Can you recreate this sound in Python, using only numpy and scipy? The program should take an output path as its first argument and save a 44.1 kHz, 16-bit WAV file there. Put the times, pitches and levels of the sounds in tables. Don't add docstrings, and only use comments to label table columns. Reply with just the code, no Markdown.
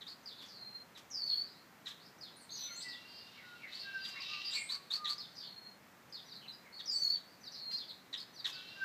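import sys
import numpy as np
from scipy import signal
from scipy.fft import rfft, irfft, next_fast_len
from scipy.io import wavfile
from scipy.ndimage import map_coordinates

SR = 44100
rng = np.random.default_rng(int(sys.argv[2]) if len(sys.argv) > 2 else 0)


def unload_audio(sound):
    columns = np.transpose(np.atleast_2d(sound))
    steps = np.round(np.clip(columns, -1, 1) * 32767)
    wavfile.write(sys.argv[1], SR, steps.astype(np.int16))


N = 389844
TIME = np.arange(N) / SR

# (time [s], level [dB])
TEW_CALLS = [(.26, -54), (1.265, -52), (2.212, -55.5), (2.885, -52), (4.205, -56), (5.182, -52.5),
             (6.127, -53), (7.09, -57), (7.762, -51.5), (8.53, -55.5)]
PURE_HARMONICS = [0, -35, -32]


def from_db(db):
    return 10 ** (np.asarray(db) / 20)


def rms_one(x):
    return x / np.sqrt(np.mean(x ** 2) + 1e-20)


def at_hz(points, hz):
    known_hz, db = np.transpose(points)
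    return np.interp(np.log(np.maximum(hz, 1)), np.log(known_hz), db)


def coloured_noise(spectrum):
    gain = from_db(at_hz(spectrum, np.fft.rfftfreq(N, 1 / SR)))
    return rms_one(irfft(rfft(rng.standard_normal(N)) * gain, N))


def waver(t, rate, size=2048):
    return map_coordinates(rng.standard_normal(size), [(t - t[0]) * rate], order=3, mode="wrap")


def add(out, t, sound):
    first = int(round(t[0] * SR))
    part = sound[:max(N - first, 0)]
    out[first:first + len(part)] += part


def read_curve(rows, start=0):
    s, *columns = np.transpose(rows)
    end = start + max(s[-1], s[0] + .01)
    t = np.arange(max(int((start + s[0]) * SR), 0), int(end * SR)) / SR
    return t, *[np.interp(t - start, s, c) for c in columns]


def soft_ends(t, edge_s):
    return np.sin(np.pi / 2 * np.clip(np.minimum(t - t[0], t[-1] - t) / edge_s, 0, 1)) ** 2


def distant_air(level_db=-61):
    # (frequency [Hz], relative density [dB])
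    spectrum = [(25, -39), (45, -22), (69, -16.5), (119, -5.5), (200, -2), (378, -8), (900, -8.5),
                (1900, -10), (3000, -18), (5000, -21), (7500, -24), (9700, -30), (12000, -25), (15400, -26)]
    return from_db(level_db) * coloured_noise(spectrum)


def garden(x, near_db, near_t60, far_db, far_t60, count=30):
    t = TIME[:SR]
    near = np.zeros(SR)
    lags = (np.arange(count) + rng.uniform(.3, 1, count)) * .0028
    near[(lags * SR).astype(int)] = rng.choice([-1, 1], count) * from_db(-60 * lags / near_t60)
    far = rng.standard_normal(SR) * from_db(-60 * t / far_t60) * (1 - np.exp(-t / 0.034))
    response = from_db(near_db) * near / np.linalg.norm(near)
    response += from_db(far_db) * far / np.linalg.norm(far)
    response[0] += 1
    return signal.fftconvolve(x, response / np.linalg.norm(response))[:N]


def house_wall(x, lag_s=.0095, echo_db=4.0):
    return x + from_db(echo_db) * np.interp(TIME - lag_s, TIME, x, left=0)


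def beak(x):
    # (frequency [Hz], gain [dB])
    response = [(300, -69), (1000, 3.5), (8000, -0.5), (9700, -10.5), (11600, 6.5), (13200, 1.5),
                (15000, -3)]
    size = next_fast_len(N + SR // 10)
    gain = from_db(at_hz(response, np.fft.rfftfreq(size, 1 / SR)))
    return irfft(rfft(x, size) * gain, size)[:N]


def syrinx(t, hz, db, rasp, harmonics_db, grit=0, tremor=0.0018, grit_rate=7500):
    rasp_swing, rasp_rate = 0.0707, 900
    shake = rasp * waver(t, rasp_rate)
    phase = 2 * np.pi * np.cumsum(hz * (1 + rasp_swing * shake + tremor * waver(t, 91.9))) / SR
    tone = sum(from_db(h) * np.sin(k * phase) * (k * hz < SR / 2) for k, h in enumerate(harmonics_db, 1))
    turbulence = 1 + grit * waver(t, grit_rate)
    strength = from_db(db + 6 * rasp * waver(t, rasp_rate))
    return np.sqrt(2) * tone * turbulence * strength * soft_ends(t, 0.00022)


def sing(note, rows, **manner):
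    out = np.zeros(N)
    for row in rows:
        add(out, *note(*row, **manner))
    return out


def repeated_call(shape, events, harmonics_db, pitch_spread=0.00912, **voice):
    out = np.zeros(N)
    for start, level_db in events:
        t, hz, db = read_curve(shape, start)
        hz *= 1 + pitch_spread * rng.standard_normal()
        add(out, t, syrinx(t, hz, db + level_db, harmonics_db=harmonics_db, **voice))
    return out


def distant_chorus(count=30, level_db=-65, pitch_hz=4400, spread=0.12, rasp=0.48, answer_within_s=.3):
    out = np.zeros(N)
    for k, (when, size, high, bend) in enumerate(rng.uniform(-1, 1, (count, 4))):
        start = TEW_CALLS[k % len(TEW_CALLS)][0] + answer_within_s * (when + 1) / 2
        t, along = read_curve([(0, -1), (0.082 + 0.042 * size, 1)], start)
        hz = pitch_hz * (1 + spread * (high + bend * along))
        add(out, t, syrinx(t, hz, level_db + 3 * size - 8 * along ** 2, rasp, PURE_HARMONICS))
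    return out


def wheezes(climb_hz_per_s=57, top_hz=396.5, jitter=0.0397, wander=0.01072, flicker_db=2.0, throb_db=4.0):
    # (time [s], length [s], opening pulse rate [Hz], level [dB], roughness [0-1])
    calls = [(2.551, 0.85, 365, -61.5, .45), (3.254, 0.41, 369, -63.5, 0.54),
             (3.66, .58, 372.5, -54.5, 0.41), (4.19, 0.42, 376, -47.5, 0.92),
             (8.478, .4, 374.5, -56.5, 0.42)]
    # (frequency [Hz], gain [dB])
    throat = [(1200, -21.5), (2000, -14.5), (2350, -10), (2720, 3), (3100, -5), (3450, -1.5), (3850, -1),
              (4300, -2.5), (4800, -5.5), (5500, -10), (6200, -21.5), (11000, -42)]
    out = np.zeros(N)
    for start, length, opening_hz, db, rough in calls:
        t, age = read_curve([(0, 0), (length, length)], start)
        hz = np.minimum(opening_hz + climb_hz_per_s * age, top_hz)
        wobble = 1 + jitter * rough * waver(t, 330) + wander * waver(t, 20)
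        phase = 2 * np.pi * np.cumsum(hz * wobble) / SR
        stack = 0
        for k in range(1, 26):
            line_db = at_hz(throat, k * hz) + flicker_db * waver(t, 13.38)
            stack += from_db(line_db) * np.sin(k * phase + rng.uniform(0, 2 * np.pi))
        uneven = from_db(throb_db * rough * waver(t, 165.3))
        add(out, t, rms_one(stack * uneven) * from_db(db) * soft_ends(t, 0.035))
    return out


def mellow_note(start, length, pitch_hz, level_db, rasp, sag, fade_s=.03):
    high, low = pitch_hz * (1 + sag / 2), pitch_hz * (1 - sag / 2)
    t, hz, db = read_curve([(-fade_s, high, -22), (0, high, -7), (length / 2, pitch_hz, 0),
                            (length, low, -6), (length + fade_s, low, -22)], start)
    return t, syrinx(t, hz, level_db + db, rasp, PURE_HARMONICS)


def low_song():
    # (time [s], length [s], pitch [Hz], level [dB], rasp [0-1])
    fluted = [(2.664, 0.057, 1412, -57, 0.093), (2.849, 0.062, 1961, -48, 0.018),
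              (3.44, 0.12, 1443, -52, .03), (3.859, 0.118, 1579, -45, 0.063),
              (4.131, 0.085, 1120, -60, 0.54), (4.302, 0.086, 1203, -56.5, .1),
              (4.565, 0.061, 2169, -45.5, 0.28), (4.57, 0.025, 2383, -40.5, .37),
              (4.727, 0.051, 1134, -58, 0.14), (4.985, 0.13, 1209, -50.5, 0.029),
              (8.535, 0.072, 1499, -57.5, 0.32), (8.786, 0.071, 1555, -42.5, 0.033)]
    # (time [s], length [s], pitch [Hz], level [dB])
    burrs = [(2.673, .069, 2145, -60.5), (3.378, .054, 2105, -56.5), (3.625, 0.052, 2145, -50.5),
             (6.655, 0.027, 2160, -59.5)]
    return sing(mellow_note, fluted, sag=0.036) + sing(mellow_note, burrs, sag=0.173, rasp=0.57)


def flutters(beat_hz=24):
    # (time [s], length [s], level [dB])
    bursts = [(0.4, 0.081, -59.5), (0.97, 0.034, -52), (1.845, 0.091, -54.5), (4.033, 0.093, -53.5),
              (7.693, 0.079, -57.5), (8.454, 0.061, -47.5)]
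    # (frequency [Hz], relative density [dB])
    spectrum = [(150, -46), (600, -10), (1500, -16), (3500, -8.5), (5500, -12), (8000, -18), (10000, -21),
                (14000, -33)]
    swell = sum(from_db(db) * np.sin(np.pi * np.clip((TIME - start) / length, 0, 1))
                for start, length, db in bursts)
    return swell * (1 + .4 * np.sin(2 * np.pi * beat_hz * TIME)) * coloured_noise(spectrum)


def bent_note(start, length, pitch_hz, level_db, rasp, slope, arch, ends_db=-6):
    harmonics = [0.5, -24.5, -31]
    t, along = read_curve([(0, -1), (length, 1)], start)
    hz = pitch_hz * (1 + slope * along - arch * along ** 2)
    return t, syrinx(t, hz, level_db + ends_db * along ** 2, rasp, harmonics) * soft_ends(t, .002)


def twitter():
    # (time [s], length [s], pitch [Hz], level [dB])
    falls = [(.365, 0.088, 3695, -57.5), (1.456, 0.038, 4240, -58), (2.402, 0.036, 8800, -59),
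             (2.555, 0.12, 4010, -52), (3.791, 0.051, 4400, -48), (4.203, 0.021, 4630, -52),
             (5.398, .088, 3470, -59), (6.338, 0.044, 4320, -51), (6.409, 0.068, 2950, -60),
             (7.881, 0.035, 4085, -47), (8.579, 0.032, 3500, -56), (8.677, .025, 4050, -56)]
    rises = [(1.994, 0.1, 4600, -64.5), (2.492, 0.096, 4410, -51), (2.801, .04, 4370, -48),
             (4.142, 0.069, 2170, -56)]
    peeps = [(.077, 0.013, 4920, -46), (2.362, 0.0214, 9730, -50), (6.477, .029, 4097, -47),
             (6.517, .038, 4930, -56.5), (7.711, 0.037, 4820, -45), (8.174, 0.016, 5040, -47)]
    upsweeps = [(2.757, .05, 7670, -50), (2.806, 0.032, 8430, -52), (4.56, 0.09, 8630, -52.5),
                (4.585, 0.11, 8110, -52.5), (6.908, 0.056, 7600, -50.5), (6.955, .036, 8070, -57)]
    # (time [s], length [s], pitch [Hz], level [dB], rasp [0-1])
    held = [(2.505, .055, 6450, -50, 0.17), (2.551, .12, 6020, -46, 0.12), (2.611, .24, 4260, -49.5, 0.09),
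            (2.707, 0.056, 6250, -53.5, 0), (3.078, 0.18, 4750, -58, 0.62),
            (4.006, 0.13, 4780, -49.5, 0.21), (4.445, 0.06, 4800, -41, 0.37),
            (4.506, 0.095, 7600, -51, 0.55), (6.724, .13, 4500, -53.5, .4),
            (6.949, 0.088, 5930, -53.5, 0.34), (7.015, 0.069, 6700, -54, 0)]
    return (sing(bent_note, falls, rasp=0.8, slope=-0.097, arch=0.0031)
            + sing(bent_note, rises, rasp=1.0, slope=0.13, arch=0.006)
            + sing(bent_note, peeps, rasp=0.31, slope=0.0032, arch=0.074)
            + sing(bent_note, upsweeps, rasp=0.28, slope=0.093, arch=0.046)
            + sing(bent_note, held, slope=0.0089, arch=0.0127))


def slurs():
    # (offset [s], pitch [Hz], level [dB])
    upper = [(0, 6050, -18), (.015, 5970, -3.5), (.04, 5810, -11), (.06, 5130, -1), (.076, 4500, 13.5),
             (.09, 4000, -10)]
    lower = [(0.017, 5700, -29), (.036, 4690, 4.5), (.052, 4150, 0.5), (0.083, 3717, 5.5)]
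    # (time [s], level [dB])
    calls = [(6.252, -61), (7.405, -57), (8.328, -57.5)]
    return sum(repeated_call(side, calls, PURE_HARMONICS, rasp=0.16) for side in (upper, lower))


def tews():
    # (offset [s], pitch [Hz], level [dB])
    shape = [(-.026, 6200, -7), (-.008, 6000, -39.5), (0, 4750, 11), (.007, 4950, 1), (.022, 4450, 8.5),
             (.04, 3850, -3.5), (.075, 3350, -1.5)]
    return repeated_call(shape, TEW_CALLS, PURE_HARMONICS, rasp=0.564, grit=0.074)


def twits():
    # (offset [s], pitch [Hz], level [dB])
    shape = [(-.006, 3670, -7), (0, 3615, 4), (.008, 4025, 0), (.017, 4280, 1), (.03, 4370, 5.5),
             (.043, 4510, -4.5), (.058, 4410, 3)]
    # (time [s], level [dB])
    calls = [(.068, -53), (3.725, -52), (3.77, -57), (4.528, -42), (4.695, -42.5), (4.909, -40.5),
             (5.074, -40.5), (8.172, -51.5)]
    harmonics = [0, -32, -33]
    return repeated_call(shape, calls, harmonics, rasp=.56, grit=.22, grit_rate=12000)


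def chips():
    # (offset [s], pitch [Hz], level [dB])
    shape = [(0, 2210, -12.5), (.004, 1933, -4.5), (.009, 1850, -7.5), (.014, 1590, -6)]
    # (time [s], level [dB])
    calls = [(.008, -43.5), (.95, -50), (1.858, -37), (1.897, -45.5), (4.04, -40), (5.044, -32),
             (6.79, -39), (8.128, -33), (8.14, -45), (8.444, -28)]
    harmonics = [-20, -3.5, -26.5, -32.5]
    return repeated_call(shape, calls, harmonics, rasp=0.25, grit=0.12)


def whistles(hoarse=0.73, clear_after_s=0.1, steady_rasp=0.066, firm_db=-48, firm_range_db=4):
    # (time [s], length [s], opening pitch [Hz], held pitch [Hz], closing lift [Hz],
    # opening level [dB], late level [dB])
    calls = [ (.455, 0.35, 5950, 4162, 10, -58, -50), (1.103, 0.31, 6530, 4330, 251, -42, -33),
             (5.352, 0.38, 5870, 4260, -5, -51.5, -55), (6.857, .29, 5880, 4354, 170.5, -37, -30.5),
             (7.515, 0.27, 5350, 4195, 24.5, -53.5, -39.5)]
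    harmonics = [0, -35, -35]
    attack_s, release_s, ends_db = 0.031, 0.041, -11.5
    settle_s, lift_s, wander = .04, 0.0697, 0.0041
    out = np.zeros(N)
    for start, length, opening_hz, held_hz, lift_hz, opening_db, late_db in calls:
        t, db = read_curve([(0, opening_db + ends_db), (attack_s, opening_db),
                            (length - release_s, late_db), (length, late_db + ends_db)], start)
        age = t - t[0]
        drop = (opening_hz - held_hz) * np.exp(-age / settle_s)
        kink = 0.727 * np.exp(-((age / length - .52) / 0.0916) ** 2)
        lift = np.sin(np.pi / 2 * np.clip(1 - (length - age) / lift_s, 0, 1))
        hz = (held_hz + drop + lift_hz * (kink + lift)) * (1 + wander * waver(t, 40))
        weak = 1 / (0.5 + np.exp((db - firm_db) / firm_range_db))
        rasp = steady_rasp + hoarse * weak * np.exp(-(age / clear_after_s) ** 2)
        add(out, t, syrinx(t, hz, db, rasp, harmonics, grit=0.021, tremor=0.0041))
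    return out


def scene():
    tew_calls, twit_calls = tews(), twits()
    at_feeders = house_wall(chips()) + slurs() + flutters()
    feeders = garden(at_feeders, near_db=-5, near_t60=.26, far_db=-13, far_t60=.6)
    bushes = garden(twit_calls, near_db=2, near_t60=0.13, far_db=-14, far_t60=0.9)
    shrubs = garden(tew_calls + twitter(), near_db=1.0, near_t60=0.22, far_db=-8, far_t60=0.5)
    treetops = garden(whistles(), near_db=3.5, near_t60=0.3, far_db=-15.5, far_t60=0.44)
    far_tree = garden(low_song(), near_db=-2.0, near_t60=0.38, far_db=-7, far_t60=0.51)
    thicket = garden(wheezes() + distant_chorus(), near_db=5, near_t60=0.21, far_db=-4.5, far_t60=1.0)
    birds = beak(feeders + bushes + shrubs + treetops + far_tree + thicket)
    return (birds + distant_air())[None]


def record(dry):
    cutoff_hz = 15400
    return signal.sosfilt(signal.ellip(12, .1, 70, cutoff_hz, fs=SR, output="sos"), dry)


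dry = scene()
out = record(dry)
unload_audio(out)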